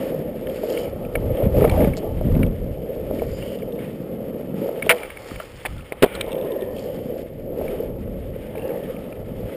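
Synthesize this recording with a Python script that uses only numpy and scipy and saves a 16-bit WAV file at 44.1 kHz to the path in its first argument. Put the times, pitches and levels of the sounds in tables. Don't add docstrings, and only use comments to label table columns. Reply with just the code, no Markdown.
import sys
import numpy as np
from scipy import signal
from scipy.fft import rfft, irfft
from scipy.io import wavfile
from scipy.ndimage import uniform_filter1d

SR = 44100
rng = np.random.default_rng(int(sys.argv[2]) if len(sys.argv) > 2 else 0)


def wrap_up_sound(samples):
    columns = np.atleast_2d(samples).T
    tamed = np.clip(columns, -1, 1)
    steps = np.round(tamed * 32767).astype(np.int16)
    wavfile.write(sys.argv[1], SR, steps)


def boost(x):
    u = np.asarray(x, float) / 20
    return 10 ** u


N = 421596

# middle_s, half_length_s, deep_thump_db, buffeting_above_it_db
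GUSTS = [(0.156, 0.26, -42.5, 17), (0.488, 0.13, -37.5, 4), (0.94, 0.19, -33, 0), (1.256, 0.11, -21, -10),
         (1.457, 0.028, -12, -2), (1.585, 0.063, -14.5, -21), (1.78, 0.17, -18, 0),
         (2.158, 0.088, -22.5, -23), (2.373, 0.14, -16, 1), (2.682, 0.13, -25.5, -6.5),
         (3.15, 0.24, -31, -4.5), (3.325, 0.12, -30.5, -15), (3.622, 0.31, -43.5, 11.5),
         (3.936, 0.38, -56, 26), (4.273, 0.18, -46.5, 22.5), (4.56, 0.12, -55.5, 30),
         (4.874, 0.051, -40, 17.5), (5.19, 0.032, -42, -15), (5.355, 0.055, -34, -9),
         (5.564, 0.055, -37.5, -18), (5.756, 0.077, -29, -28), (6.24, 0.12, -37.5, -12),
         (6.707, 0.1, -37.5, -18), (6.97, 0.21, -42.5, 10.5), (7.224, 0.035, -36, -6),
         (7.55, 0.26, -35.5, 1), (7.965, 0.31, -32.5, 2), (8.267, 0.26, -32, -3), (8.637, 0.068, -35, -17),
         (8.925, 0.2, -41.5, 12), (9.265, 0.11, -32, -0.5), (9.427, 0.051, -25, -11)]
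# middle_s, half_length_s, level_db, fine_hiss_above_it_db
SCUFFS = [(0.0, 0.17, -46.5, -11), (0.555, 0.079, -46, -11), (0.735, 0.13, -43.5, -6.5),
          (1.402, 0.068, -43, -20), (1.61, 0.059, -40, -13.5), (1.778, 0.13, -40, -16),
          (1.97, 0.047, -50, -12), (2.31, 0.14, -50, -15), (3.193, 0.081, -47.5, -10),
          (3.446, 0.15, -49.5, -9.5), (3.837, 0.095, -49, -18), (4.645, 0.095, -48.5, -11),
          (4.968, 0.2, -41, -17), (5.262, 0.13, -49, -8.5), (5.38, 0.14, -44.5, -10.5),
          (5.66, 0.19, -47, -12.5), (5.878, 0.037, -48.5, -16), (6.152, 0.18, -41.5, -23),
          (6.455, 0.17, -50, -35), (6.823, 0.087, -50.5, -5.5), (7.003, 0.2, -53, -11),
          (7.202, 0.029, -48.5, -10), (7.716, 0.16, -47, -15), (8.632, 0.42, -52.5, -24),
          (8.886, 0.17, -51.5, -14), (9.56, 0.22, -49.5, -16)]
# pitch_hz, level_db (per Hz)
SCUFF_TONE = [(910, -4.5), (1550, -4), (1760, -3.5), (1970, -1), (3030, -4), (3560, -8), (3970, -17),
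              (4100, -24), (5330, -44), (9020, -120)]
# pitch_hz, level_db (per Hz)
FINE_TONE = [(2350, -32), (4000, -4), (4330, 0.5), (4990, 1), (5540, -0.5), (5900, -8.5), (7670, -48),
             (13000, -120)]
# pitch_hz, level_db
CASE_RINGS = [(1800, -16), (2170, -14), (3060, -14)]
# middle_s, half_length_s, pitch_hz, level_db
STREAKS = [(0.794, 0.079, 3020, -45), (0.86, .06, 2280, -51), (3.3, .05, 2200, -59),
           (3.468, 0.11, 2970, -47), (3.628, 0.036, 3000, -56), (3.364, 0.074, 4900, -54.5),
           (3.57, .1, 4950, -65), (5.0, 0.066, 2350, -45), (5.2, 0.091, 2200, -52),
           (5.78, 0.015, 1400, -46.5), (5.702, .02, 1230, -48), (6.12, .06, 3070, -55),
           (6.124, 0.073, 2330, -46), (6.27, 0.13, 2260, -53), (6.147, .06, 1430, -48),
           (6.297, 0.025, 946, -44), (6.482, 0.26, 1004, -49.5), (6.517, .12, 1790, -54),
           (6.62, 0.029, 1800, -50), (6.72, 0.055, 1800, -56), (6.882, 0.2, 3070, -56),
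           (8.64, 0.09, 1710, -53), (8.82, 0.094, 1830, -54), (8.912, .08, 1260, -53),
           (8.66, 0.07, 2650, -54)]
# start_s, peak_db,
# centre_hz
RASPS = [(1.524, -38, 1810), (1.5657, -28, 2350), (1.585, -33, 2230), (1.6082, -28, 1500),
         (1.6244, -20, 2110), (1.6314, -31, 2180), (1.6472, -31, 2170), (1.6766, -24, 1500),
         (1.6757, -24, 2220), (1.7399, -28, 1730), (1.772, -32, 1730), (1.7864, -36, 2260),
         (1.804, -21, 2200), (1.817, -30, 1780), (1.8294, -31, 2220), (1.8446, -28, 2200),
         (1.8751, -24, 1750), (1.8894, -36, 2010), (4.9444, -27, 2380), (4.981, -23, 2400),
         (5.0544, -28, 2070), (6.21, -18, 2320), (6.3066, -35, 3030), (6.4244, -33, 1820),
         (6.6324, -44, 1880), (6.6474, -37, 2660), (8.5544, -36, 2400), (8.5774, -28, 2260),
         (8.5919, -43, 2830), (8.6188, -40, 2800), (8.6394, -39, 1680), (8.6514, -42, 1640),
         (8.6754, -37, 1560), (8.6921, -32, 1680), (8.7024, -36, 2070), (8.7714, -37, 1970),
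         (8.8474, -35, 1810), (8.8558, -36, 2500), (8.8864, -40, 1760),
         (3.186, -31, 2480), (1.64, -13.5, 1170), (2.35, -26, 2500), (2.425, -37, 3200),
                 (2.441, -38, 2600), (4.92, -9, 2000), (4.9073, -4, 2200), (4.92, -20, 2600),
                 (5.4, -20, 1400), (6.028, -12, 2100), (6.043, -16.5, 2400), (8.677, -39.5, 4600),
                 (0.4694, -27, 1700), (1.988, -33, 3000), (6.059, -30, 3300), (6.426, -37, 3200),
                 (6.448, -38, 3400), (6.142, -32, 3800), (6.306, -39, 3200), (1.1535, -19, 1750),
                 (1.846, -23, 1900), (1.8165, -21, 1700)]
# start_s, peak_db, pitch_hz
TICKS = [(0.4694, -27, 2970), (0.7731, -20, 2900), (1.0495, -28.5, 2480), (1.1537, -12, 2240),
         (1.695, -19, 2300), (1.935, -24, 2200), (2.4306, -17.5, 2250), (3.1951, -28, 2210),
         (3.4241, -28, 2800), (3.6212, -33.5, 2230), (3.7888, -34, 2150), (4.8234, -13.5, 2220),
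         (4.862, -38, 2400), (5.032, -20.5, 2170), (5.1024, -23, 2210), (5.171, -23, 2170),
         (5.359, -26.5, 2240), (5.6185, -37, 2120), (5.807, -35, 2500), (6.2095, -15.5, 2340),
         (7.1824, -39, 2360), (7.6796, -26, 2240), (8.5548, -34, 2360), (8.5776, -35, 2300),
         (8.5937, -33, 2720), (8.6188, -35, 2760), (8.7044, -34, 2270), (8.965, -28.5, 2470),
         (9.125, -26, 2450)]
# start_s, peak_db, pitch_hz
CLACKS = [(1.6082, -23, 1280), (1.648, -16, 1260), (1.844, -21, 1230), (2.411, -42, 1400),
          (5.3103, -26, 1220), (5.3994, -22, 1380), (5.421, -30.5, 1400), (6.15, -27.5, 1390),
          (8.6921, -40, 1680), (8.8558, -37, 1230), (9.4928, -34.5, 1280)]
# pitch_hz, level_db
MOUNT_RINGS = [(1400, -5), (1760, -12), (2170, 2), (2410, -1.5), (2790, -8.5), (3300, -31)]
# pitch_hz, level_db, fade_by_60_db_s
TICK_OPENING = [(1760, 1, 0.01), (1990, -3.5, 0.0078), (1440, -6.5, 0.0063), (3850, -18, .012)]
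# start_s, peak_db, pitch_hz
SNAPS = [(0.497, -35, 3200), (0.7014, -34, 3180), (1.3698, -36.5, 3280), (1.696, -27.5, 4200),
         (1.713, -30, 3120), (2.4643, -38, 3300), (3.5876, -42, 3380), (3.7229, -41, 3440),
         (3.7579, -48, 3420), (4.643, -42, 3360), (4.8617, -30, 3400), (5.7808, -37.5, 3420),
         (6.151, -27.5, 4000), (6.2103, -17, 3840), (6.263, -40, 3440), (6.318, -32, 3400),
         (6.3284, -30, 3450), (6.353, -35, 3120), (6.382, -39, 3560), (6.412, -36, 3440),
         (6.519, -35.5, 3520), (6.6093, -39, 3430), (6.6214, -34, 3370), (6.764, -39, 3200),
         (6.7835, -38, 3260), (8.6776, -51, 5000), (8.8357, -41, 3150)]
# start_s, level_db, pitch_hz
SLAP_CONTACTS = [(4.893, 3.5, 2710), (4.895, -7, 1320), (4.8965, -7, 1750), (4.8985, -1, 2300),
                 (4.902, -5.5, 1400), (4.9048, -8, 2200), (4.91, -8, 2160), (4.9116, -7.5, 2860),
                 (4.9146, -3, 2300), (4.919, -12, 1740), (4.926, -17, 1500), (4.93, -25, 1750)]
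# pitch_hz, level_db, fade_by_60_db_s
SLAP_RINGS = [(491, -6.5, 0.15), (658, -7.5, 0.14), (875, -29, 0.066)]
# start_s, bright_db, deck_above_it_db, rattle_length_s, fade_s
RATTLES = [
    (4.893, -14.5, -6.5, 0.017, 0.0086),
    (5.654, -27, -4, 0.01, 0.0035),
    (5.925, -34, 1, 0.0043, 0.0029),
    (6.022, -18, 0, 0.018, 0.0054),
]
# pitch_hz, level_db (per Hz)
RATTLE_TONE = [(530, -55), (900, -9), (1620, -8), (1740, 1), (1890, -9), (2440, -4.5), (3590, -10),
               (4110, -18), (4550, -18), (5900, -26), (7670, -46), (13000, -120)]
# start_s, bright_db, bright_hz, deck_db, deck_hz
BLOWS = [(5.6514, -19, 1780, -15, 810), (5.655, -23, 2630, -42, 810), (5.6592, -14, 2240, -19, 646),
         (5.9218, -16.5, 2180, -14, 476), (6.024, -21, 2540, -7, 424), (6.0255, -8.5, 2840, -17, 266),
         (6.03, -24, 2320, -24, 267), (6.033, -22, 2140, 4.5, 396), (6.0355, -13, 1940, -11, 534),
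         (6.0409, -19, 2300, 1.5, 447), (6.0456, -18, 3100, -3.5, 480), (6.0595, -30, 3350, -34, 600),
         (6.062, -40, 3350, -13, 450), (6.079, -40, 2250, -28, 470)]
# start_s, peak_db, pitch_hz
SEAMS = [(0.098, -32, 433), (0.289, -19.5, 585), (0.398, -29, 507), (0.849, -18, 527), (1.299, -15, 550),
         (1.349, -14.5, 550), (1.398, -10, 540), (1.461, -13, 548), (1.504, -16, 433), (1.539, -10, 549),
         (1.551, -6, 556), (1.602, -14, 527), (1.619, -14, 497), (1.679, -15.5, 387), (1.713, -13.5, 546),
         (1.734, -11, 519), (1.771, -10.5, 614), (1.787, -13, 618), (1.805, -7.5, 608), (1.871, -12, 560),
         (2.043, -19.5, 641), (2.066, -20, 428), (2.166, -17.5, 533), (2.891, -20, 516), (3.3, -32, 526),
         (3.498, -22, 460), (3.731, -17.5, 478), (3.818, -18.5, 448), (4.209, -29, 583),
         (6.242, -17.5, 524), (6.323, -26, 479), (6.363, -20, 514), (6.388, -16, 527), (6.448, -19, 429),
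         (6.522, -17, 427), (6.559, -14.5, 480), (6.619, -15.5, 387), (6.898, -21.5, 525),
         (7.659, -22, 480), (7.731, -18, 426), (7.798, -14.5, 465), (8.574, -16, 449), (8.67, -20, 446),
         (8.7, -10.5, 488), (8.758, -17, 520), (8.775, -19, 466), (8.823, -19, 553), (8.895, -16, 511),
         (8.947, -23, 510), (9.403, -19, 490)]
# start_s, peak_db, pitch_hz
JOLTS = [(0.634, -9, 432), (0.72, -16, 436), (1.1545, -13, 514), (1.223, -17, 393), (1.423, -10, 580),
         (1.569, -11, 501), (1.646, 0.5, 465), (1.846, -5, 415), (1.974, -15, 440), (2.2115, -12, 535),
         (3.1105, -12.5, 550), (3.2198, -6.5, 476), (4.66, -14.5, 430), (4.69, -12.5, 560),
         (4.866, -8.5, 437), (5.4, -21.5, 633), (6.277, -14.5, 470), (7.162, -21, 520), (7.613, -14, 600),
         (8.553, -17, 556)]
# start_s, peak_db, pitch_hz
THUMPS = [(1.4625, -3, 181), (1.7995, -11, 200), (1.8225, -3, 183), (1.832, -3, 230), (1.873, -3.5, 170),
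          (6.0228, -5.5, 268), (2.237, -17, 200), (2.253, -7, 166), (2.268, -10, 167), (2.417, -21, 310),
          (3.14, -14.5, 260), (5.3166, -18.5, 260)]
# time_s, wheel_load_db (as rolling level), asphalt_coarseness_db
RIDE = [(0.0, -25, 2.5), (0.24, -29, -2.5), (1.12, -30, 3.5), (1.57, -27, -2.5), (2.66, -32.5, -4),
        (3.09, -27.5, -2.5), (3.33, -33, -2), (4.85, -31, 1), (5.01, -65, 10.5), (5.56, -45.5, 7),
        (5.99, -43, 8), (6.42, -29.5, -2), (7.4, -37.5, -9.5), (7.61, -40, 1.5), (8.12, -34.5, -1.5),
        (8.81, -32, -2), (9.05, -34, 3.5), (9.56, -32.5, -1.5)]
# middle_s, half_length_s, rolling_db
PATCHES = [(0.0, 0.32, -30), (0.514, 0.049, -26.5), (0.763, 0.14, -26), (1.367, 0.31, -29),
           (1.41, 0.056, -22.5), (1.613, 0.068, -15.5), (1.814, 0.036, -15.5), (2.038, 0.054, -29),
           (2.38, 0.14, -29), (3.146, 0.13, -29), (3.652, 0.31, -32.5), (4.696, 0.11, -27.5),
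           (4.916, 0.19, -33), (5.24, 0.097, -38), (5.37, 0.13, -39), (6.436, 0.27, -27),
           (6.85, 0.26, -31.5), (7.136, 0.13, -28.5), (7.674, 0.25, -26.5), (8.69, 0.12, -29),
           (9.56, 0.21, -34.5)]
# middle_s, half_length_s, growl_db
GRINDS = [
    (1.722, 0.17, -31),
    (2.07, 0.077, -41),
    (6.62, 0.63, -48.5),
    (8.69, 0.18, -42.5),
]
# pitch_hz, level_db (per Hz)
DECK_TONE = [(59, -42), (100, -26), (125, -21.5), (194, -5), (254, -5.5), (392, -0.5), (431, 2), (527, 5.5),
             (655, -6), (720, -15.5), (800, -19), (1040, -66.5), (1760, -120)]
# pitch_hz, level_db (per Hz)
WHEEL_TONE = [(600, -20.5), (740, 3.5), (880, 1.5), (1000, -13.5), (1150, -8), (1400, -27.5)]
# pitch_hz, level_db (per Hz)
BEARING_TONE = [(1050, -9.5), (1200, -12), (1290, -3), (1400, -13), (1600, -29)]

USUAL_DB = -33
SWELL_DB = 9


def noise():
    return rng.standard_normal(N)


def unit(x):
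    return x / np.sqrt(np.mean(x ** 2))


def peak_one(x):
    return x / np.abs(x).max()


def colour(x, points):
    size = 4096
    hz, db = np.transpose(points)
    log_hz = np.log(np.arange(size // 2 + 1) * SR / size + 1)
    gain_db = np.interp(log_hz, np.log(hz), db, left=db[0] - 21.5, right=db[-1] - 5.5)
    ceps = irfft(gain_db * np.log(10) / 20)
    ceps = np.r_[ceps[0], 2 * ceps[1:size // 2], np.zeros(size // 2)]
    return signal.oaconvolve(x, irfft(np.exp(rfft(ceps))))[:N]


def band(x, lo_hz, hi_hz):
    sos = signal.butter(2, [lo_hz, hi_hz], "band", fs=SR, output="sos")
    return unit(signal.sosfilt(sos, x))


def walk(rate):
    hold = int(SR / rate)
    steps = noise()[np.arange(N) // hold]
    return uniform_filter1d(uniform_filter1d(steps, hold), hold)


def grit(rate, spread_db):
    hit = rng.random(N) < rate / SR
    size = np.minimum(rng.exponential(size=N), 4)
    return hit * np.sign(noise()) * boost(spread_db * size)


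def swells(under_db, middle_s, half_s, db):
    t = np.arange(0, N, 64) / SR
    distance = np.abs(t - middle_s[:, None]) / half_s[:, None]
    power = boost(2 * (db[:, None] - SWELL_DB * distance ** 2.4)).sum(axis=0)
    return 10 * np.log10(boost(2 * under_db) + np.interp(np.arange(N) / SR, t, power))


def add(out, start_s, x):
    i = int(start_s * SR)
    out[i:i + len(x)] += x[:N - i]


def ring(hz, t60, phase=0., size=4000):
    t = np.arange(size) / SR
    return np.sin(2 * np.pi * hz * t + phase) * np.exp(-np.log(1000) * t / t60)


def knock(hz, t60, varied):
    body = sum(boost(db + 6.0 * v) * ring(f * (1 + 0.022 * v), 0.74 * t60, v)
               for (f, db), v in zip(MOUNT_RINGS, varied))
    x = ring(hz, t60) + 0.41 * body
    x[:40] *= np.linspace(0, 1, num=40) ** 2
    return peak_one(x)


def thud(hz, cycles):
    push = 1 - np.exp(-np.arange(4000) * hz / SR / 0.3)
    return peak_one(ring(hz, cycles / hz) * push)


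def crack():
    size = 4000
    snap = 2 * uniform_filter1d(rng.standard_normal(size), size=10)
    return boost(-11.5) * snap * np.exp(-np.arange(size) / SR / 0.0027)


def bounce(x):
    return peak_one(x + boost(-4) * np.roll(x, int(0.002203 * SR)))


def mount_variations(rows):
    return rng.standard_normal((len(rows), len(MOUNT_RINGS)))


def wind(deep_db, buffet_db):
    deep = boost(deep_db - 1.5 + 0.41 * walk(22)) * band(noise(), 25.4, 118.5)
    puffs = band(grit(rate=250, spread_db=1.5), 131.0, 276.5)
    return deep + boost(buffet_db - 4.5 + 2.0 * walk(25)) * puffs


def case(db):
    return sum(boost(db + ring_db + 3.5 * walk(9)) * band(noise(), hz * .965, hz * 1.035)
               for hz, ring_db in CASE_RINGS)


def scuff(db, fine_db):
    flicker = walk(60)
    crackle = 0.52 * unit(grit(rate=400, spread_db=3.0))
    coarse = colour(boost(2.8 * flicker) * noise() + crackle, SCUFF_TONE)
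    fine = colour(noise() + 0.66 * unit(grit(rate=600, spread_db=8.0)), FINE_TONE)
    return boost(db - 1.33) * unit(coarse) + boost(fine_db + 1.5 + 1.5 * flicker) * unit(fine)


def streaks():
    out, t, hiss = np.zeros(N), np.arange(N) / SR, noise()
    width = 0.049
    for middle_s, half_s, hz, db in STREAKS:
        fall_db = SWELL_DB * ((t - middle_s) / max(half_s, .02)) ** 2
        out += boost(db - fall_db) * band(hiss, hz * (1 - width), hz * (1 + width))
    return out


def creak():
    out = np.zeros(N)
    snap = sum(ring(hz, 0.0062) for hz in (4450, 4900, 5400))
    for k in range(5):
        add(out, 1.969 + k * 0.0048, boost(-30 - k * 2.5) * snap)
    return out


def rasps():
    out, t = np.zeros(N), np.arange(2000) / SR
    puff = t * np.exp(-t / 0.002)
    width = 1.26
    for start_s, db, hz in RASPS:
        x = band(rng.standard_normal(len(t)), hz / width, hz * width) * puff
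        add(out, start_s, boost(db - 6) * peak_one(x))
    return out


def ticks():
    out = np.zeros(N)
    opening = sum(boost(db) * ring(hz, t60) for hz, db, t60 in TICK_OPENING)
    opening *= np.minimum(np.arange(4000) / 20, 1)
    build = 1 - 0.63 * np.exp(-np.arange(4000) / SR / 0.0017)
    for rows, t60 in ((TICKS, 0.016), (CLACKS, 0.024)):
        for (start_s, db, hz), varied in zip(rows, mount_variations(rows)):
            x = bounce(knock(hz, t60, varied)) + crack()
            if hz < 2420:
                x = x + opening
            add(out, start_s, boost(db) * x * build)
    return out


def snaps():
    out = np.zeros(N)
    rise = np.sin(np.minimum(np.arange(4000) / 50, 1) * np.pi / 2) ** 2
    for start_s, db, hz in SNAPS:
        detune, phase, top_phase = rng.standard_normal(3)
        x = ring(hz, 0.01) + 0.82 * ring(hz * (0.796 + 0.061 * detune), 0.0093, phase)
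        x = x + 0.3 * ring(5540, 0.0053, top_phase)
        add(out, start_s, boost(db + 3.5) * (bounce(rise * x) + boost(-8) * crack()))
    return out


def slap():
    out = np.zeros(N)
    for (start_s, db, hz), varied in zip(SLAP_CONTACTS, mount_variations(SLAP_CONTACTS)):
        add(out, start_s, boost(db) * knock(hz, 0.0099, varied))
    swell = 1 - np.exp(-np.arange(8000) / SR / 0.014)
    deck = sum(boost(db) * ring(hz, t60, size=8000) for hz, db, t60 in SLAP_RINGS)
    add(out, 4.8955, swell * deck)
    return out


def slams():
    out, t = np.zeros(N), np.arange(8000) / SR
    bright = colour(grit(rate=1200, spread_db=2.5), RATTLE_TONE)
    deck = band(noise(), 390, 820)
    for start_s, db, deck_db, length_s, fade_s in RATTLES:
        i = int(start_s * SR)
        shape = np.exp(-np.maximum(t - length_s, 0) / fade_s - 15 * t)
        shape = shape * np.minimum(t / 0.0019, 1)
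        rattle = unit(bright[i:i + len(t)]) * shape
        rumble = boost(deck_db) * deck[i:i + len(t)] * shape ** 0.32
        add(out, start_s, boost(db) * (rattle + rumble))
    for (start_s, db, hz, deck_db, deck_hz), varied in zip(BLOWS, mount_variations(BLOWS)):
        add(out, start_s, boost(db) * knock(hz, 0.011, varied) + boost(deck_db) * thud(deck_hz, 4.5))
    return out


def drums():
    out, t = np.zeros(N), np.arange(4000) / SR
    swing = t / 0.0051 * np.exp(1 - t / 0.0051)
    for start_s, db, hz in SEAMS:
        add(out, start_s, boost(db - 5.5) * np.sin(2 * np.pi * hz * t) * swing)
    return out


def jolts():
    out = np.zeros(N)
    for start_s, db, hz in THUMPS:
        add(out, start_s, -boost(db - 3.0) * thud(hz, 4.4))
    for start_s, db, hz in JOLTS:
        add(out, start_s, boost(db - 8.0) * (thud(hz, 25.0) + 0.81 * thud(615.0, 41.0)))
    return out


def rolling(db, coarse_db):
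    stones = boost(1.14 * walk(35)) * (unit(grit(rate=1100, spread_db=2.0)) + 0.28 * noise())
    deck = boost(db - 0.54) * unit(colour(stones, DECK_TONE))
    growl_db = swells(db + coarse_db - 20, *np.transpose(GRINDS))
    growl = boost(growl_db) * unit(colour(stones, WHEEL_TONE))
    whirr_db = -62 + 0.75 * (db - USUAL_DB) + 1.5 * coarse_db
    whirr = boost(whirr_db) * unit(colour(stones[::-1], BEARING_TONE))
    return deck + growl + whirr


def scene():
    time_s, *columns = np.transpose(RIDE)
    load_db, coarse_db = (np.interp(np.arange(N) / SR, time_s, c) for c in columns)
    extra_db = load_db - USUAL_DB
    roll_db = swells(load_db, *np.transpose(PATCHES))

    middle_s, half_s, db, above_db = np.transpose(GUSTS)
    rumble_db = np.minimum(load_db, USUAL_DB + 0.57 * extra_db) - 4.5
    deep_db = swells(-46.5, middle_s, half_s, db)
    air = wind(deep_db, swells(rumble_db, middle_s, half_s, db + above_db))

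    middle_s, half_s, db, above_db = np.transpose(SCUFFS)
    hiss_db = -54.5 + 0.76 * extra_db
    rub_db = swells(hiss_db, middle_s, half_s, db)
    rub = scuff(rub_db, swells(hiss_db - 14.5, middle_s, half_s, db + above_db))

    mono = air + case(rub_db) + rub + streaks() + creak() + rasps() + ticks() + snaps()
    mono = mono + slap() + slams() + drums() + jolts() + rolling(roll_db, coarse_db)
    return np.array([mono, mono])


def low_pass(x):
    return signal.sosfilt(signal.butter(12, 15890, fs=SR, output="sos"), x)


def record(dry):
    up, down, hold = 40, 147, 4
    x = signal.sosfilt(signal.butter(8, 5650, fs=SR, output="sos"), dry[0])
    slow = np.clip(signal.resample_poly(x, up, down), -.99, .99)
    held = signal.resample_poly(np.repeat(slow, hold), down, hold * up)[:N]
    held = np.pad(held, (0, N - len(held)))
    held = signal.sosfiltfilt(signal.ellip(6, .2, 20, 15300, fs=SR, output="sos"), held)
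    return low_pass(np.array([held, held]))


dry = scene()
out = record(dry)
wrap_up_sound(out)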